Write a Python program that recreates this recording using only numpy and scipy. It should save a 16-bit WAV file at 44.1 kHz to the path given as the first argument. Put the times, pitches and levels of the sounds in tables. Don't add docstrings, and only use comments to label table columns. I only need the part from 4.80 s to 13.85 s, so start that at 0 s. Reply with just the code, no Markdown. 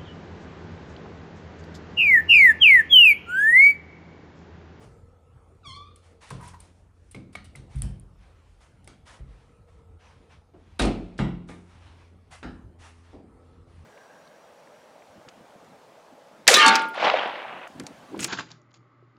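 import sys
import numpy as np
from scipy import signal
from scipy.fft import rfft, irfft
from scipy.io import wavfile
from scipy.ndimage import uniform_filter1d, map_coordinates

SR = 44100
rng = np.random.default_rng(int(sys.argv[2]) if len(sys.argv) > 2 else 0)


def attenuation_scalar(level_db):
    decades = np.asarray(level_db, float) / 20
    return 10 ** decades


def unload_audio(sound):
    columns = np.transpose(np.atleast_2d(sound))
    steps = np.round(np.clip(columns, -1, 1) * 32767)
    wavfile.write(sys.argv[1], SR, steps.astype(np.int16))


N = 399105
T = np.arange(N) / SR


def unit(x):
    return x / np.sqrt(np.mean(x ** 2) + 1e-20)


def along(points, hz):
    f, v = np.transpose(points)
    return np.interp(np.log(hz + 1), np.log(f + 1), v)


def curves(rows):
    s, *cols = np.transpose(rows)
    return [np.interp(T, s, c) for c in cols]


def wobble(rate):
    return map_coordinates(rng.standard_normal(int(N * rate / SR) + 4), [T * rate])


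def swells(rows):
    return sum(attenuation_scalar(db) * np.exp(-((T - s) / width) ** 2) for s, db, width in rows)


def noise(spectrum, size):
    hz = np.fft.rfftfreq(size, 1 / SR)
    white = rng.standard_normal(size)
    return unit(irfft(rfft(white) * attenuation_scalar(along(spectrum, hz)), size))


def patchy(x, patchy_db):
    z = signal.stft(x, nperseg=1024)[2]
    field = uniform_filter1d(rng.standard_normal(z.shape), size=9, axis=0)
    field = uniform_filter1d(field, size=7, axis=1)
    return unit(signal.istft(z * attenuation_scalar(patchy_db * unit(field)), nperseg=1024)[1][:N])


def pulse(spectrum):
    push = np.roll(irfft(attenuation_scalar(along(spectrum, np.fft.rfftfreq(1024, 1 / SR)))), 150)
    return push / np.linalg.norm(push)


def fade(t, t60, attack, order=1):
    return attenuation_scalar(-60 * t / t60) * (1 - np.exp(-t / attack)) ** order


def ring(modes, t, attack, struck_hz, slope_db):
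    out = 0
    for hz, db, t60 in modes:
        level_db = db + rng.normal(0, 2.5) - slope_db * abs(np.log2(hz / struck_hz))
        cycles = hz * rng.normal(1, 0.0138) * t + rng.random()
        out = out + attenuation_scalar(level_db) * fade(t, t60, attack, order=2) * np.sin(2 * np.pi * cycles)
    return out


def add(track, s, sound):
    part = track[round(s * SR):][:len(sound)]
    part += sound[:len(part)]


# f/Hz, t60/s
ROOM_DECAY = [(160, 0.92), (420, 0.43), (1110, 0.42), (2940, 0.41), (7760, 0.25)]


def echo(x):
    hz, t, z = signal.stft(rng.standard_normal(SR), SR, nperseg=256)
    t60 = along(ROOM_DECAY, hz)[:, None]
    z = z * attenuation_scalar(4.1 * rng.standard_normal((len(hz), 1)))
    room = attenuation_scalar(-60 * t / t60)
    house = attenuation_scalar(-34.5 - 60 * t / (7.5 * t60))
    tail = signal.istft(z * (room + house), SR, nperseg=256)[1]
    tail = np.pad(tail / np.linalg.norm(tail), (60, 0))
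    return signal.fftconvolve(x, tail)[:SR]


# t/s, crack level/dB, boom level/dB, panel level/dB, wood level/dB
KNOCKS = [(0.0014, -74, -62, -60, -48), (0.8585, -63, -49, -48.5, -60), (1.506, -46, -45, -35, -45.5),
          (2.3469, -52.5, -67, -36, -42.5), (2.5525, -41.5, -61.5, -48.5, -53),
          (2.7536, -52, -45.5, -44.5, -57.5), (2.9447, -56, -26, -34, -71), (3.023, -52, -26, -29.5, -48.5),
          (4.0749, -49.5, -65.5, -52, -53), (4.391, -57, -33, -43, -56.5), (5.7372, -58.5, -71, -80, -53),
          (5.9965, -19.5, -18.5, -20.5, -21.5), (6.036, -34, -21.5, -21, -23.5),
          (6.3905, -24.5, -25.5, -20.5, -25), (6.6884, -38.5, -62, -42, -44.5),
          (7.629, -33.5, -37.5, -35, -37), (8.3321, -59, -56, -45.5, -44.5)]
# f/Hz, relative level/dB
CRACK = [(900, -23.5), (1300, 3.5), (2000, -3.5), (3800, -11), (5500, -21.5), (9500, -26.5), (11500, -61.5)]
# f/Hz, relative level/dB
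WOOD = [(110, -9.5), (230, 7.5), (340, 4.5), (430, 4.5), (520, -0.5), (730, -2), (1100, -9), (1600, -51.5)]
# f/Hz, relative level/dB, t60/s
BOOM = [(44, -9, 0.71), (52.35, 0.5, 0.49), (65.1, -3, 0.36)]
# f/Hz, relative level/dB, t60/s
PANEL = [(87.7, 4, 0.21), (105.7, -1, 0.65), (133.7, 3, 0.47), (177.4, -7.5, 0.83), (205.3, -2, 0.4),
         (248, -5.5, 0.49), (294.4, -9.5, 0.62), (337, -8, 0.73), (401, -2, 0.1)]
# f/Hz, relative level/dB, t60/s
FRAME = [(586, -13.5, 0.067), (737, -7, 0.34), (860, -8.5, 0.23), (901, -5, 0.24), (1218, -2.5, 0.31),
         (1560, -4.5, 0.12), (1900, -8.5, 0.27), (2106, -13, 0.25)]
HARD_HZ, SOFT_HZ, DB_PER_OCTAVE = 268.4, 126, 12.5


def knocks():
    out, t = np.zeros(N), np.arange(SR) / SR
    short = t[:8192]
    for s, crack_db, boom_db, panel_db, wood_db in KNOCKS:
        struck_hz = HARD_HZ * 2 ** ((wood_db - panel_db) / DB_PER_OCTAVE)
        struck_hz = np.clip(struck_hz, SOFT_HZ, HARD_HZ)
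        add(out, s, attenuation_scalar(crack_db - 4) * noise(CRACK, size=8192) * fade(short, 0.026, 0.0005))
        add(out, s, attenuation_scalar(wood_db - 11.0) * noise(WOOD, size=8192) * fade(short, 0.17, 0.014, order=2))
        add(out, s, attenuation_scalar(crack_db - 10) * ring(FRAME, t, 0.0057, struck_hz=1300, slope_db=2.5))
        add(out, s, echo(attenuation_scalar(crack_db + 18.5) * pulse(CRACK) + attenuation_scalar(wood_db + 28.5) * pulse(WOOD)))
        direct = attenuation_scalar(crack_db + 2) * pulse(CRACK) + attenuation_scalar(wood_db + 17) * pulse(WOOD)
        add(out, s - 130 / SR, direct)
        add(out, s, attenuation_scalar(boom_db - 1) * ring(BOOM, t, 0.015, struck_hz=56, slope_db=-6.0))
        add(out, s, attenuation_scalar(panel_db + 1.5) * ring(PANEL, t, 0.0084, struck_hz, slope_db=13.5))
    return out


# t/s, tick level/dB, snap level/dB, t60/s
CLICKS = [(1.159, -41, -45.5, 0.018), (1.491, -45, -56, 0.011), (1.5035, -33, -29, 0.015),
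          (1.609, -46, -51, 0.034), (1.624, -48, -52, 0.05), (1.676, -38.5, -56, 0.04),
          (1.743, -67, -48, 0.03), (1.803, -31, -42, 0.016), (2.311, -38.5, -47, 0.046),
          (2.347, -42, -39, 0.02), (2.526, -53, -50.5, 0.087), (2.36, -60, -48, .015),
          (2.556, -40, -35, 0.014), (2.642, -46.5, -45.5, 0.066), (2.757, -33, -35, 0.013),
          (2.955, -45.5, -52, 0.05), (2.979, -48, -51, 0.076), (3.02, -16.5, -26, 0.0064),
          (3.09, -49, -71, 0.013), (3.198, -44, -73, 0.0045), (4.044, -46, -46.5, 0.011),
          (4.075, -35.5, -33, 0.011), (5.991, -25, -17, 0.054), (6.017, -33, -19, 0.052),
          (6.051, -31.5, -27, 0.034), (6.378, -52, -35, 0.053)]
# f/Hz, relative level/dB
TICK = [(6000, -28), (8000, 1), (9500, 5), (10800, 0), (11600, -42), (13000, -3), (14500, -45)]
# f/Hz, relative level/dB
SNAP = [(400, -22.5), (1000, -10.5), (2500, 0.5), (5000, -2), (7500, -9), (9000, -10), (11200, -57.5)]


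def clicks():
    out, t = np.zeros(N), np.arange(8192) / SR
    for s, tick_db, snap_db, length in CLICKS:
        click = attenuation_scalar(tick_db - 2) * noise(TICK, size=8192) + attenuation_scalar(snap_db - 5.5) * noise(SNAP, size=8192)
        add(out, s, click * fade(t, length, 0.081 * length))
        add(out, s - 130 / SR, attenuation_scalar(tick_db + 9.5) * .006 / length * pulse(TICK))
        sent = np.sqrt(length * SR)
        add(out, s, echo(sent * (attenuation_scalar(tick_db - 29) * pulse(TICK) + attenuation_scalar(snap_db - 21.0) * pulse(SNAP))))
    return out


# t/s, f/Hz, level before the mix of tone and noise/dB, t60/s
PINGS = [(1.507, 997, -29, 0.05), (1.597, 989, -42, 0.42), (1.626, 960, -42.5, 0.23),
         (1.734, 955, -41, 0.15), (2.346, 2155, -35.5, 0.03), (2.363, 2230, -43, .03),
         (2.552, 2210, -25, 0.027), (2.752, 2070, -40, 0.0317), (3.019, 1840, -43, 0.025),
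         (4.075, 2130, -43.5, 0.019), (5.994, 3780, -25, 0.078), (6.41, 1938, -42, 0.34),
         (7.53, 2034, -50, 0.17), (7.64, 1980, -47, 0.12)]


def pings():
    out, t = np.zeros(N), np.arange(8192) / SR
    for s, ring_hz, db, t60 in PINGS:
        band = [(0.57 * ring_hz, -30), (.9 * ring_hz, -20), (ring_hz, 0),
                (1.2 * ring_hz, -20), (3.8 * ring_hz, -40)]
        tone = .8 * np.sin(2 * np.pi * ring_hz * t) + 0.75 * noise(band, size=8192)
        tone = tone + attenuation_scalar(-12) * ring(FRAME, t, 0.00053, ring_hz, slope_db=-6)
        add(out, s, attenuation_scalar(db) * tone * fade(t, t60, 0.016 * t60))
        add(out, s, echo(np.sqrt(t60 * SR) * attenuation_scalar(db - 28) * pulse(band)))
    return out


# t/s, slip rate f/Hz, level/dB
SQUEAK = [(0.832, 1381, -62), (.842, 1287, -53.5), (.858, 1129, -44), (0.889, 1089, -42),
          (0.918, 1036, -42.5), (0.94, 1117, -48.5), (0.965, 1146, -46.5), (1.001, 1159, -51.5),
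          (1.08, 1209, -56.5), (1.18, 1180, -90)]
# f/Hz, relative level/dB
HINGE = [(900, -1), (1200, 2), (2200, -8), (3300, 2), (4400, -7.5), (5500, -9.5), (7000, -19.5),
         (9800, -18), (11000, -44)]
FULL_DB, DULLING = -45.5, 0.34


def squeak():
    rate_hz, db = curves(SQUEAK)
    slope_db = DULLING * np.minimum(db - FULL_DB, 0)
    unsteady = 1 + 0.0089 * wobble(120) + 0.0158 * wobble(400)
    phase = 2 * np.pi * np.cumsum(rate_hz * unsteady) / SR
    stack = np.zeros(N)
    for k in range(1, 10):
        overtone_db = along(HINGE, k * rate_hz) + slope_db * (k - 2) + 3.8 * wobble(89.4)
        stack += attenuation_scalar(overtone_db) * np.sin(k * phase)
    start, end = SQUEAK[0][0], SQUEAK[-1][0]
    direct = (attenuation_scalar(db - 5.0) * stack)[round(start * SR):round(end * SR)]
    out = np.zeros(N)
    add(out, start, direct)
    add(out, start, attenuation_scalar(-3.0) * echo(direct))
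    return out


# t/s, level/dB, brightness/dB, hold/s, fade t60/s
SCUFFS = [(0, -58.5, -5.5, 0.035, 0.3), (.37, -85, -20, 0.037, 0.48), (1.214, -62, -5.5, 0.054, 0.42),
          (1.404, -49, -6.5, .03, 0.62), (1.615, -55, 0.5, 0.079, 0.21), (1.785, -63.5, -2, 0.017, 0.81),
          (2.13, -76, -3, 0.2, 0.61), (2.887, -60, -5, 0.053, 0.82), (3.364, -64.5, -15, 0.13, 0.83),
          (3.62, -72.5, -8, 0.21, 0.39), (3.8, -63.5, -4, 0.018, 0.6), (4.251, -52, -6, 0.031, 0.46),
          (4.457, -66.5, -11, .16, .5), (4.867, -69.5, -9, .04, .7), (5.184, -59.5, -14, 0.056, 1.2),
          (5.49, -59, -15, .05, 0.26), (5.725, -68.5, -13, 0.36, 1.3), (6.671, -58, 1, 0.024, 0.49),
          (6.84, -60.5, -13, 0.38, 0.54), (7.372, -78, -16.5, 0.14, 0.38), (7.503, -52, -4.5, 0.037, .5),
          (7.981, -52, -6, 0.062, 0.62), (8.229, -62, -14, .1, 0.36), (8.586, -70.5, -29, .18, 0.33),
          (8.864, -66.5, -9, 0.057, 0.72)]
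# f/Hz, relative level/dB
RUB_DULL = [(300, -32), (500, -8.5), (900, -3.5), (1300, -6), (2200, -8), (3500, -12.5), (6000, -20.5),
            (8500, -40)]
# f/Hz, relative level/dB
RUB_BRIGHT = [(3240, -17), (5500, -4), (7550, -6), (9810, -5), (10900, -11.5), (11800, -32), (14000, -14.5)]
SCUFF_RISE_S, RISE_SHARE = 0.0043, 0.15


def scuffs():
    dull, bright, t = np.zeros(N), np.zeros(N), np.arange(SR) / SR
    for s, db, bright_db, hold, t60 in SCUFFS:
        rise = (1 - np.exp(-t / (SCUFF_RISE_S + RISE_SHARE * hold))) ** 2
        stroke = rise * attenuation_scalar(db - 60 * np.maximum(t - hold, 0) / t60)
        add(dull, s, stroke)
        add(bright, s, attenuation_scalar(bright_db - 1.5) * stroke)
    grain = attenuation_scalar(0.37 * wobble(70) + 1.7 * wobble(14))
    dull_rub = dull * patchy(noise(RUB_DULL, N), patchy_db=1.5)
    return grain * (dull_rub + bright * noise(RUB_BRIGHT, N))


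# t/s, air level/dB, hum level/dB
ROOM_TONE = [(0, -52.5, -71), (.3, -54.5, -63.5), (1.07, -55, -57.5), (1.4, -59, -67), (1.65, -55.5, -56.5),
             (2.27, -62, -63), (2.56, -56, -59), (3.01, -56, -59.5), (3.6, -57.5, -66), (4.3, -57, -74),
             (4.76, -58.5, -71), (5.13, -59, -58), (5.49, -58, -69.5), (5.9, -58, -58), (6.85, -60, -56),
             (7.4, -57, -54.5), (7.71, -55.5, -54.5), (8.01, -58, -56), (8.5, -55.5, -60.5),
             (9.05, -55, -56.5)]
# f/Hz, relative level/dB
AIR = [(15, -35.5), (25, -7.5), (59, 1), (81, 1.5), (222, -11.5), (500, -17), (1290, -24.5), (1600, -32),
       (5300, -43.5), (7500, -44), (9300, -42), (10300, -43.5), (11500, -59), (13100, -42.5), (14600, -72)]
# f/Hz, relative level/dB
HUM = [(86, 6.5), (172, -30), (258, -8), (344, -10.5), (430, -12)]
# t/s, added gain/dB, half width/s
BUZZ = [(0, -3, 0.39), (8.5, 4.5, 0.36)]
# t/s, level/dB, half width/s
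HOLLOW_SWELLS = [(.05, -62, 0.58), (1.25, -66, 0.37), (5, -66.5, 0.83), (8.7, -62.5, 0.22)]
# f/Hz, relative level/dB
HOLLOW = [(250, -41), (400, -4), (460, 15.5), (530, 3), (800, -28.5), (1150, -17.5), (1300, 6.5),
          (1500, -29), (2000, -63)]
# t/s, added level/dB, half width/s
DEEP_SWELLS = [(.1, -71, 0.5), (2, -61, 0.66), (2.8, -58, 0.25), (3.6, -58, 0.48), (4.7, -69.5, .3),
               (5.9, -70.5, .3)]
# f/Hz, relative level/dB
DEEP = [(20, -38), (35, 14), (48, 19), (62, 15), (90, -36)]
DEEP_DB = -74


def air():
    air_db, hum_db = curves(ROOM_TONE)
    drift = np.cumsum(1 + .015 * wobble(3.7)) / SR
    low, *high = [attenuation_scalar(db + 2.5 * wobble(7)) * np.sin(2 * np.pi * hz * drift) for hz, db in HUM]
    hum = low + (attenuation_scalar(-7.5) + swells(BUZZ)) * sum(high)
    hiss = attenuation_scalar(air_db + 1.0 + 1.6 * wobble(3.17)) * patchy(noise(AIR, N), patchy_db=3.5)
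    hollow = swells(HOLLOW_SWELLS) * noise(HOLLOW, N)
    deep = (attenuation_scalar(DEEP_DB) + swells(DEEP_SWELLS)) * noise(DEEP, N)
    return hiss + attenuation_scalar(hum_db - 1.5) * hum + hollow + deep


def scene():
    return (knocks() + clicks() + pings() + squeak() + scuffs() + air())[None]


def band_limit(x):
    return signal.sosfilt(signal.butter(12, 14760, fs=SR, output="sos"), x)


def record(dry):
    mic = signal.sosfilt(signal.butter(3, 36, "high", fs=SR, output="sos"), dry)
    mic = signal.sosfilt(signal.cheby2(10, 60, 14600, fs=SR, output="sos"), mic)
    mic = signal.lfilter(*signal.iirnotch(11700, 5, fs=SR), mic)
    return band_limit(mic)


dry = scene()
out = record(dry)
unload_audio(out)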